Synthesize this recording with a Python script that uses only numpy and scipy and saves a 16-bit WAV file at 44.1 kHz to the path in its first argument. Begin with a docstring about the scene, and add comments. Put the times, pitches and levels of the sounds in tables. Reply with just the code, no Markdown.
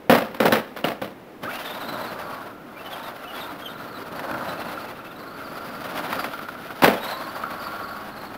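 """A plastic shell claps, booms and rattles over faint outdoor air: a small electric radio-controlled truck
tumbles after a jump. It rights itself and laps a dirt track. The tyres drum, scrub and throw grit, the
motor whines in swoops as the wheels hop and grip, and the drivetrain chatters and clacks over the bumps.
A chirr pulses through the banked turn; the truck lands a second jump close by and drives on."""
import sys
import numpy as np
from scipy import signal
from scipy.fft import rfft, irfft, next_fast_len
from scipy.io import wavfile
from scipy.ndimage import map_coordinates

SR = 44100
rng = np.random.default_rng(int(sys.argv[2]) if len(sys.argv) > 2 else 0)


def dump(signal):
    """Clip the signal to [-1, 1] and save it as 16-bit WAV at the path in sys.argv[1]."""
    limited = np.clip(np.atleast_2d(signal).T, -1, 1)
    pcm = np.round(limited * 32767).astype(np.int16)
    wavfile.write(sys.argv[1], SR, pcm)


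N = 369116
TIME = np.arange(N) / SR

# the bed of outdoor air: (frequency [Hz], relative level [dB])
AIR_EQ = [(20, -18), (45, -28), (75, -14), (130, -10.5), (210, -6), (300, -3), (400, -6.5), (570, -8.5),
          (920, -15), (2170, -22.5), (7700, -44), (15500, -37)]
# partials of a faint low hum: (frequency [Hz], relative level [dB])
HUM_PARTIALS = [(43, -62.5), (102, -58.5), (204, -52)]
# the shell hits the ground: (time [s], boom [dB], thump [dB], clap [dB])
SHELL_HITS = [(0.096, 7, -10.5, -11.5), (0.134, -10, -17.5, -19.5), (0.183, -11, -36, -27.5),
              (0.218, -13, -30, -36), (0.344, -22, -40, -38), (0.402, -1, -15, -18.5),
              (0.452, -6, -13, -21), (0.522, -4.5, -14, -14), (0.763, -22, -34.5, -33.5),
              (0.841, -12, -18, -22), (0.884, -14.5, -38, -31.5), (1.016, -16.5, -26, -30),
              (1.433, -32, -32, -34), (6.82, -10.5, -24, -18.5), (6.835, -6.5, -10, -11),
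              (6.879, -2.5, -16, -19.5)]
# resonances of the shell: (frequency [Hz], level [dB], t60 [s])
SHELL_MODES = [(221, -7, 0.12), (270, -5, 0.1), (515, -1.5, 0.062), (570, -5, 0.045), (712, -6.5, 0.06),
               (908, -17.5, 0.055), (1800, -10.5, 0.015)]
# the body and the snap of a hit: (frequency [Hz], relative level [dB])
THUMP_EQ = [(20, -75), (40, -35), (100, -11.5), (200, 0), (270, -2.5), (370, -2), (520, 2.5), (700, 0.5),
            (1000, -11.5), (2000, -39)]
CLAP_EQ = [(300, -20), (800, 1), (1400, 2), (2500, -5), (4000, -11.5), (5500, -19), (6500, -27.5),
           (8500, -27), (12000, -20), (15500, -16)]
# a hard chassis part strikes the ground: (time [s], level [dB])
CHASSIS_HITS = [(0.843, -18)]
# resonances of that part: (frequency [Hz], level [dB], t60 [s])
CHASSIS_MODES = [(2870, 5, 0.019), (3300, -16, 0.022)]
# tyre faders through bends, banked turn and jump: (time [s], scrub [dB], rumble [dB], grit [dB])
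TYRE_LEVELS = [(1.439, -41, -33.5, -45.5), (1.56, -37.5, -47, -39), (1.95, -33.5, -38.5, -42),
               (2.47, -39, -46.5, -46.5), (2.55, -53, -65, -58.5), (2.68, -49, -67, -59),
               (2.86, -40, -58.5, -44.5), (3.049, -37.5, -47, -44), (3.22, -42.5, -59, -48.5),
               (3.37, -38.5, -42.5, -42), (3.699, -44, -45, -50), (4.08, -41, -41, -48),
               (4.33, -30.5, -34.5, -43), (4.661, -35.5, -38.5, -42), (5.1, -46, -47, -50.5),
               (5.7, -39.5, -42, -44), (6.0, -33, -37.5, -38.5), (6.24, -33, -35.5, -37.5),
               (6.36, -43.5, -47, -45.5), (6.759, -43, -47, -46.5), (7.05, -33.5, -41.5, -39.5),
               (7.9, -40.5, -49.5, -47), (8.36, -39, -45, -47.5)]
# tone of the three tyre layers: (frequency [Hz], relative level [dB])
RUMBLE_EQ = [(40, -46.5), (100, -6), (180, -2), (270, 3), (390, -5), (550, 0), (800, -24.5), (1500, -47.5)]
SCRUB_EQ = [(350, -20), (620, 6.5), (850, 3), (1150, 2.5), (1600, 0), (2200, -22), (4000, -35)]
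GRIT_EQ = [(900, -18), (1800, 2), (2500, -1.5), (3500, -4.5), (4800, -9), (6300, -18.5), (8000, -22.5),
           (10500, -15), (13800, -13), (14700, -11.5), (15500, -16)]
# pulls of the throttle:
# (on [s], off [s], start pitch [Hz], target pitch [Hz], whine [dB], drone [dB], chatter [dB])
THROTTLE_PULLS = [(1.448, 2.12, 1310, 4150, -48, -47, -43), (2.171, 2.42, 4700, 4350, -58.5, -43, -43),
                  (2.75, 3.1, 2095, 3990, -50.5, -44.5, -41), (3.25, 3.52, 2680, 4150, -49, -42.5, -39.5),
                  (3.62, 4.027, 3090, 4560, -53, -58, -40.5), (4.15, 4.906, 4460, 4145, -55, -58, -40.5),
                  (4.96, 5.12, 3720, 3300, -56, -69, -42), (5.17, 5.85, 4100, 4705, -55.5, -49.5, -41.5),
                  (5.95, 6.28, 4720, 4795, -61, -46, -39.5), (6.97, 7.298, 3400, 4500, -45.5, -40, -41),
                  (7.353, 8.03, 4425, 4480, -51, -43, -37.5), (8.12, 8.37, 4100, 4550, -53.5, -58, -49)]
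# motor chirps: a rising zip as the truck launches, then chirps on the hardest tyre bites: (time [s], first
# pitch [Hz], last pitch [Hz], level [dB])
BITE_CHIRPS = [(1.468, 1106, 1655, -27), (1.524, 2500, 2955, -39), (1.644, 3760, 3515, -37.5),
               (1.802, 4170, 3500, -40.5), (1.872, 4150, 3888, -39), (2.845, 3070, 2940, -42),
               (2.91, 3630, 3084, -40), (3.035, 4000, 3460, -45), (3.274, 3000, 2810, -41),
               (3.406, 3920, 3286, -41), (3.645, 3280, 2975, -36.5), (3.945, 4140, 3800, -43.5),
               (4.474, 4050, 3870, -45), (4.801, 4880, 4200, -54), (5.185, 4800, 3800, -51.5),
               (5.44, 4900, 4100, -50), (6.189, 4850, 4450, -43), (7.02, 4200, 3590, -41),
               (7.645, 4710, 4400, -43)]
# resonances of the drivetrain: (frequency [Hz], level [dB], t60 [s])
GEARBOX_MODES = [(1271, 1, 0.018), (1381, -3, 0.066), (1476, -3.5, 0.022)]
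# suspension and drivetrain clack over bumps: (time [s], ring [dB], tick [dB])
BUMP_CLACKS = [(3.2385, -30, -59), (4.0838, -29.5, -53), (4.1938, -45, -31.5), (4.3121, -29, -33),
               (4.3405, -27, -36), (4.7738, -24.5, -52), (6.1281, -18.5, -23.5), (6.1908, -21.5, -32),
               (6.2426, -26, -26), (6.335, -21.5, -36), (6.3916, -24.5, -37), (6.4867, -24, -39),
               (6.552, -28, -56), (6.7062, -30, -38), (7.4367, -17, -40)]

REBOUND_S, REBOUND_LOSS_DB = .026, (7, 5, 7.5)   # typical gap; loss per bounce in boom, thump, clap
SPIN_UP_S, STRAIN_DB_PER_OCTAVE, CHATTER_DB_PER_OCTAVE, COAST_DB = .17, 10, 8, -2.5
MIRROR_HZ, LOWER_MIRROR_HZ = 16000, 12000   # carriers that flip the gear sound into the treble


def from_db(db):
    """Decibels to gain."""
    return 10 ** (np.asarray(db) / 20)


def rms_one(x):
    """Scale to unit power."""
    return x / np.sqrt(np.mean(x ** 2) + 1e-20)


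def automation(rows):
    """Breakpoints (time, values...) drawn out into one curve per value."""
    times, *columns = np.transpose(rows)
    return [np.interp(TIME, times, column) for column in columns]


def during(start, end, fade):
    """A gate, fully open from start to end, with soft edges."""
    return np.interp(TIME, [start - fade, start, end, end + fade], [0, 1, 1, 0])


def drift(per_s):
    """Smooth random modulation at unit power, through per_s points a second."""
    knots = rng.standard_normal(4000)
    return rms_one(map_coordinates(knots, [TIME * per_s], order=2, mode="wrap"))


def colour(x, eq):
    """Minimum-phase EQ, so attacks stay clean; white noise keeps its power."""
    size = 2 * next_fast_len(N // 2 + SR // 2)
    hz, db = np.transpose(eq)
    bin_hz = np.arange(size // 2 + 1) * SR / size
    gain = rms_one(from_db(np.interp(np.log(bin_hz + 1), np.log(hz), db)))
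    cepstrum = irfft(np.log(gain))
    cepstrum[1:size // 2] *= 2
    cepstrum[size // 2 + 1:] = 0
    return irfft(rfft(x, size) * np.exp(rfft(cepstrum)))[:N]


def ring(force, modes):
    """A resonator bank: a unit click rings each mode at its own level, in alternating polarity."""
    out = np.zeros(N)
    for k, (hz, db, t60) in enumerate(modes):
        radius, angle = from_db(-60 / (t60 * SR)), 2 * np.pi * hz / SR
        feedback = [1, -2 * radius * np.cos(angle), radius * radius]
        out += (-1) ** k * from_db(db) * signal.lfilter([0, np.sin(angle)], feedback, force + 1e-18)
    return out


def clicks(times, db):
    """One click for each event."""
    out = np.zeros(N)
    out[np.round(times * SR).astype(int)] = from_db(db)
    return out


def dying(blows, t60):
    """Envelope that jumps at each blow and dies away; overlapping blows add in power."""
    power_kept = from_db(-120 / (t60 * SR))
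    return np.sqrt(signal.lfilter([1], [1, -power_kept], blows ** 2 + 1e-18))


def grains(per_s, spread_db):
    """Tiny contacts of uneven size at random moments, at unit power."""
    sizes = from_db(spread_db * np.minimum(rng.exponential(1, N), 4))
    return rms_one(sizes * rng.choice([-1, 1], N) * (rng.random(N) < per_s / SR))


def background():
    """Steady outdoor air, with a faint wavering hum that fades in towards the end."""
    air = from_db(-43) * colour(rng.standard_normal(N), AIR_EQ)
    hum = sum(from_db(db + 4) * np.sin(2 * np.pi * hz * TIME + .5 * drift(7.1))
              for hz, db in HUM_PARTIALS)
    return air + hum * np.interp(TIME, [5.8, 8.1], [0, 1])


def rebounds(contacts):
    """The shell bounces unevenly after each hit, weaker every time; rows as in SHELL_HITS."""
    blows = []
    for time, *levels_db in SHELL_HITS:
        for k in range(contacts):
            blows.append((time, *(np.array(levels_db) - k * np.array(REBOUND_LOSS_DB))))
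            time += REBOUND_S * rng.uniform(.7, 1.3)
    return blows


def crashes():
    """Each blow booms in the thin shell, which claps against the chassis and rattles on."""
    times, boom_db, thump_db, clap_db = np.transpose(rebounds(contacts=4))
    boom = ring(clicks(times, boom_db - 9), SHELL_MODES)
    # so small a shell gives off no deep bass
    boom = signal.sosfilt(signal.butter(2, 60, "high", fs=SR, output="sos"), boom)
    thump_envelope = dying(clicks(times, thump_db - .5), t60=.15)
    thump = colour(thump_envelope * grains(3000, spread_db=1.5), THUMP_EQ)
    slaps = clicks(times, clap_db + 1.5)
    clap = dying(slaps, t60=.0073)
    rattle = from_db(-.5 + 3.6 * drift(250)) * dying(slaps, t60=.11)
    falling_dirt = from_db(-29 + .96 * drift(140)) * dying(slaps, t60=1)
    # softened attack: the flexible panels take a moment to come fully into contact
    envelope = signal.sosfilt(signal.butter(1, 96.5, fs=SR, output="sos"), clap + rattle + falling_dirt)
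    return boom + thump + colour(envelope * grains(7000, spread_db=4), CLAP_EQ)


def yard_echo(x, t60, dull_hz):
    """Banks, fence and trees scatter back a thin, dull tail."""
    echoes = grains(1500, spread_db=-1) * from_db(-60 * TIME / t60) * (TIME > .012)
    echoes = signal.sosfilt(signal.butter(1, dull_hz, fs=SR, output="sos"), echoes[:SR])
    return signal.fftconvolve(x, echoes / np.sqrt(np.sum(echoes ** 2)))[:N]


def chassis_knock():
    """A stiff part of the chassis strikes the ground with a short, bright clack."""
    return ring(clicks(*np.transpose(CHASSIS_HITS)), CHASSIS_MODES)


def tyres():
    """Knobs drum on the ground, scrub the soil and fling grit at the shell, surging with the bumps."""
    rolling = during(TYRE_LEVELS[0][0], TYRE_LEVELS[-1][0], fade=.038)
    scrub, rumble, grit = from_db(automation(TYRE_LEVELS)) * rolling
    bumps = np.tanh(drift(55))   # the suspension cushions the largest jolts
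    drumming = colour(rumble * from_db(-1 + bumps) * grains(2500, spread_db=4), RUMBLE_EQ)
    scrubbing = colour(scrub * from_db(-.5 + 2.9 * bumps) * grains(3000, spread_db=1), SCRUB_EQ)
    spray = colour(grit * from_db(-.76 + 4.24 * bumps) * grains(6000, spread_db=3), GRIT_EQ)
    return drumming + scrubbing + spray


def throttle():
    """Each pull glides the motor towards a target speed; between pulls it coasts, the gears quieter."""
    course, pulling, whine_gain, drone_gain = [], 0, 0, 0
    for on, off, start_hz, target_hz, whine_db, drone_db, chatter_db in THROTTLE_PULLS:
        for time in np.linspace(on, off):
            hz = target_hz + (start_hz - target_hz) * np.exp((on - time) / SPIN_UP_S)
            course.append((time, hz, target_hz, chatter_db))
        held = during(on, off, fade=.014)
        pulling = np.maximum(pulling, held)
        whine_gain += held * from_db(whine_db)
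        drone_gain += held * from_db(drone_db)
    speed_hz, target_hz, chatter_db = automation(sorted(course))
    # below its target the motor strains: more whine, less drone
    strain = from_db(STRAIN_DB_PER_OCTAVE * np.log2(target_hz / speed_hz))
    chatter_db += CHATTER_DB_PER_OCTAVE * np.log2(speed_hz / speed_hz.max()) + COAST_DB * (1 - pulling)
    chatter_gain = from_db(chatter_db) * (TIME > THROTTLE_PULLS[0][0])
    return speed_hz, whine_gain * strain, drone_gain / strain, chatter_gain


def wheel_hop(per_s, unevenness):
    """Phase of the uneven hop cycle: the wheels bite at 0 and spin free towards 1."""
    lengths = np.exp(unevenness * rng.standard_normal(N // 100)) / per_s
    bites = np.cumsum(lengths) - lengths[0]
    return np.interp(TIME, bites, np.arange(len(bites))) % 1


def motor(speed_hz, gain, hop, swing, wander, chirp_s):
    """The motor sags and sings on each bite of the hopping wheels, zipping up at launch and chirping on the
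    hardest bites."""
    swoop = np.interp(hop, [0, .75, 1], [1, -1, 1])
    pitch_hz = speed_hz * (1 + swing * swoop + wander * np.tanh(drift(15)))
    bite = np.interp(hop, [0, .15, .6, .8, 1], [.5, 1.1, 1.1, .3, .5])
    gain = gain * bite * from_db(4.4 * np.tanh(drift(14)))
    for start, first_hz, last_hz, db in BITE_CHIRPS:
        along = (TIME - start) / chirp_s
        swell = from_db(db) * np.interp(along, [-.1, .2, .7, 1.1], [0, 1, 1, 0])
        leads = swell > gain   # the chirp takes over wherever it is louder
        pitch_hz[leads] = first_hz + (last_hz - first_hz) * along[leads]
        gain[leads] = swell[leads]
    shudder = from_db(2 * drift(110))   # the load on the gears shudders with the ground
    return gain * shudder * whine(pitch_hz, waver=.011, rasp=.5)


def whine(pitch_hz, waver, rasp):
    """Gear whine, with thin high whistles that fall as it rises."""
    phase = 2 * np.pi * np.cumsum(pitch_hz * (1 + waver * drift(600))) / SR
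    at_speed = np.clip(pitch_hz / 4000, 0, 1) ** 2
    tone = np.sin(phase) + from_db(-23.5) * np.sin(2 * phase)
    # at speed, tooth-to-tooth play puts a raspy edge on the tone
    edge = rasp * at_speed * drift(1200) * np.cos(phase)
    upper, lower = 2 * np.pi * MIRROR_HZ * TIME, 2 * np.pi * LOWER_MIRROR_HZ * TIME
    whistles = from_db(-9.5) * np.sin(upper - phase) + from_db(-18.5) * np.sin(lower - phase)
    flicker = from_db(2 * drift(150))
    return flicker * (tone + edge + at_speed * whistles * (1 + .63 * drift(800)))


def gear_drone(speed_hz, gain, gear_ratio, waver):
    """A slower gear drones below the motor, steadied by the mass of the wheels."""
    pitch_hz = speed_hz / gear_ratio * (1 + waver * drift(120))
    flutter = from_db(2.5 + 2.8 * drift(110))
    return gain * flutter * np.sin(2 * np.pi * np.cumsum(pitch_hz) / SR)


def gear_chatter(gain, hop):
    """Teeth chatter in the gearbox, hardest when the wheels bite, with a thin sizzle on top."""
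    teeth = grains(3000, spread_db=4.5) * from_db(-9 * hop)
    chatter = gain * rms_one(ring(teeth, GEARBOX_MODES))
    sizzle = from_db(-20) * chatter * 2 * np.cos(2 * np.pi * MIRROR_HZ * TIME)
    return chatter + sizzle


def clacks():
    """Slack parts knock together: a short tick, and the gearbox rings and buzzes briefly."""
    times, ring_db, tick_db = np.transpose(BUMP_CLACKS)
    crunch = grains(6000, spread_db=2)
    tick = colour(dying(clicks(times, tick_db + 5.5), t60=.032) * crunch, CLAP_EQ)
    buzz = dying(clicks(times, ring_db - 25.5), t60=.043) * crunch
    return tick + ring(clicks(times, ring_db + .5) + buzz, GEARBOX_MODES)


def chirr(start_s, end_s, hz, per_s):
    """A narrow, rough tone pulses while the truck leans through the turn."""
    pulses = (.5 + .5 * np.sin(2 * np.pi * per_s * TIME + drift(10))) ** 2
    tone = rms_one(ring(pulses * rng.standard_normal(N), [(hz, 0, .02)]))
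    return from_db(-54) * during(start_s, end_s, fade=.04) * tone


def scene():
    """The mono mix: the truck and its echoes over the outdoor bed."""
    hop = wheel_hop(per_s=21, unevenness=.35)
    speed_hz, whine_gain, drone_gain, chatter_gain = throttle()
    truck = motor(speed_hz, whine_gain, hop, swing=.0616, wander=.025, chirp_s=.046)
    truck += gear_drone(speed_hz, drone_gain, gear_ratio=4, waver=.01009)
    truck += gear_chatter(chatter_gain, hop)
    truck += chirr(start_s=4.47, end_s=5.13, hz=2650, per_s=21)
    truck += tyres() + clacks() + chassis_knock() + crashes()
    echo = from_db(-20.5) * yard_echo(truck, t60=.49, dull_hz=2940)
    return (truck + echo + background())[None]


def record(dry):
    """Soft saturation rounds the loudest peaks; a steep low-pass cuts the top."""
    rounded = 1.305 * np.tanh(dry / 1.282)
    return signal.sosfilt(signal.ellip(12, .1, 70, 15700, fs=SR, output="sos"), rounded)


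dry = scene()
out = record(dry)
dump(out)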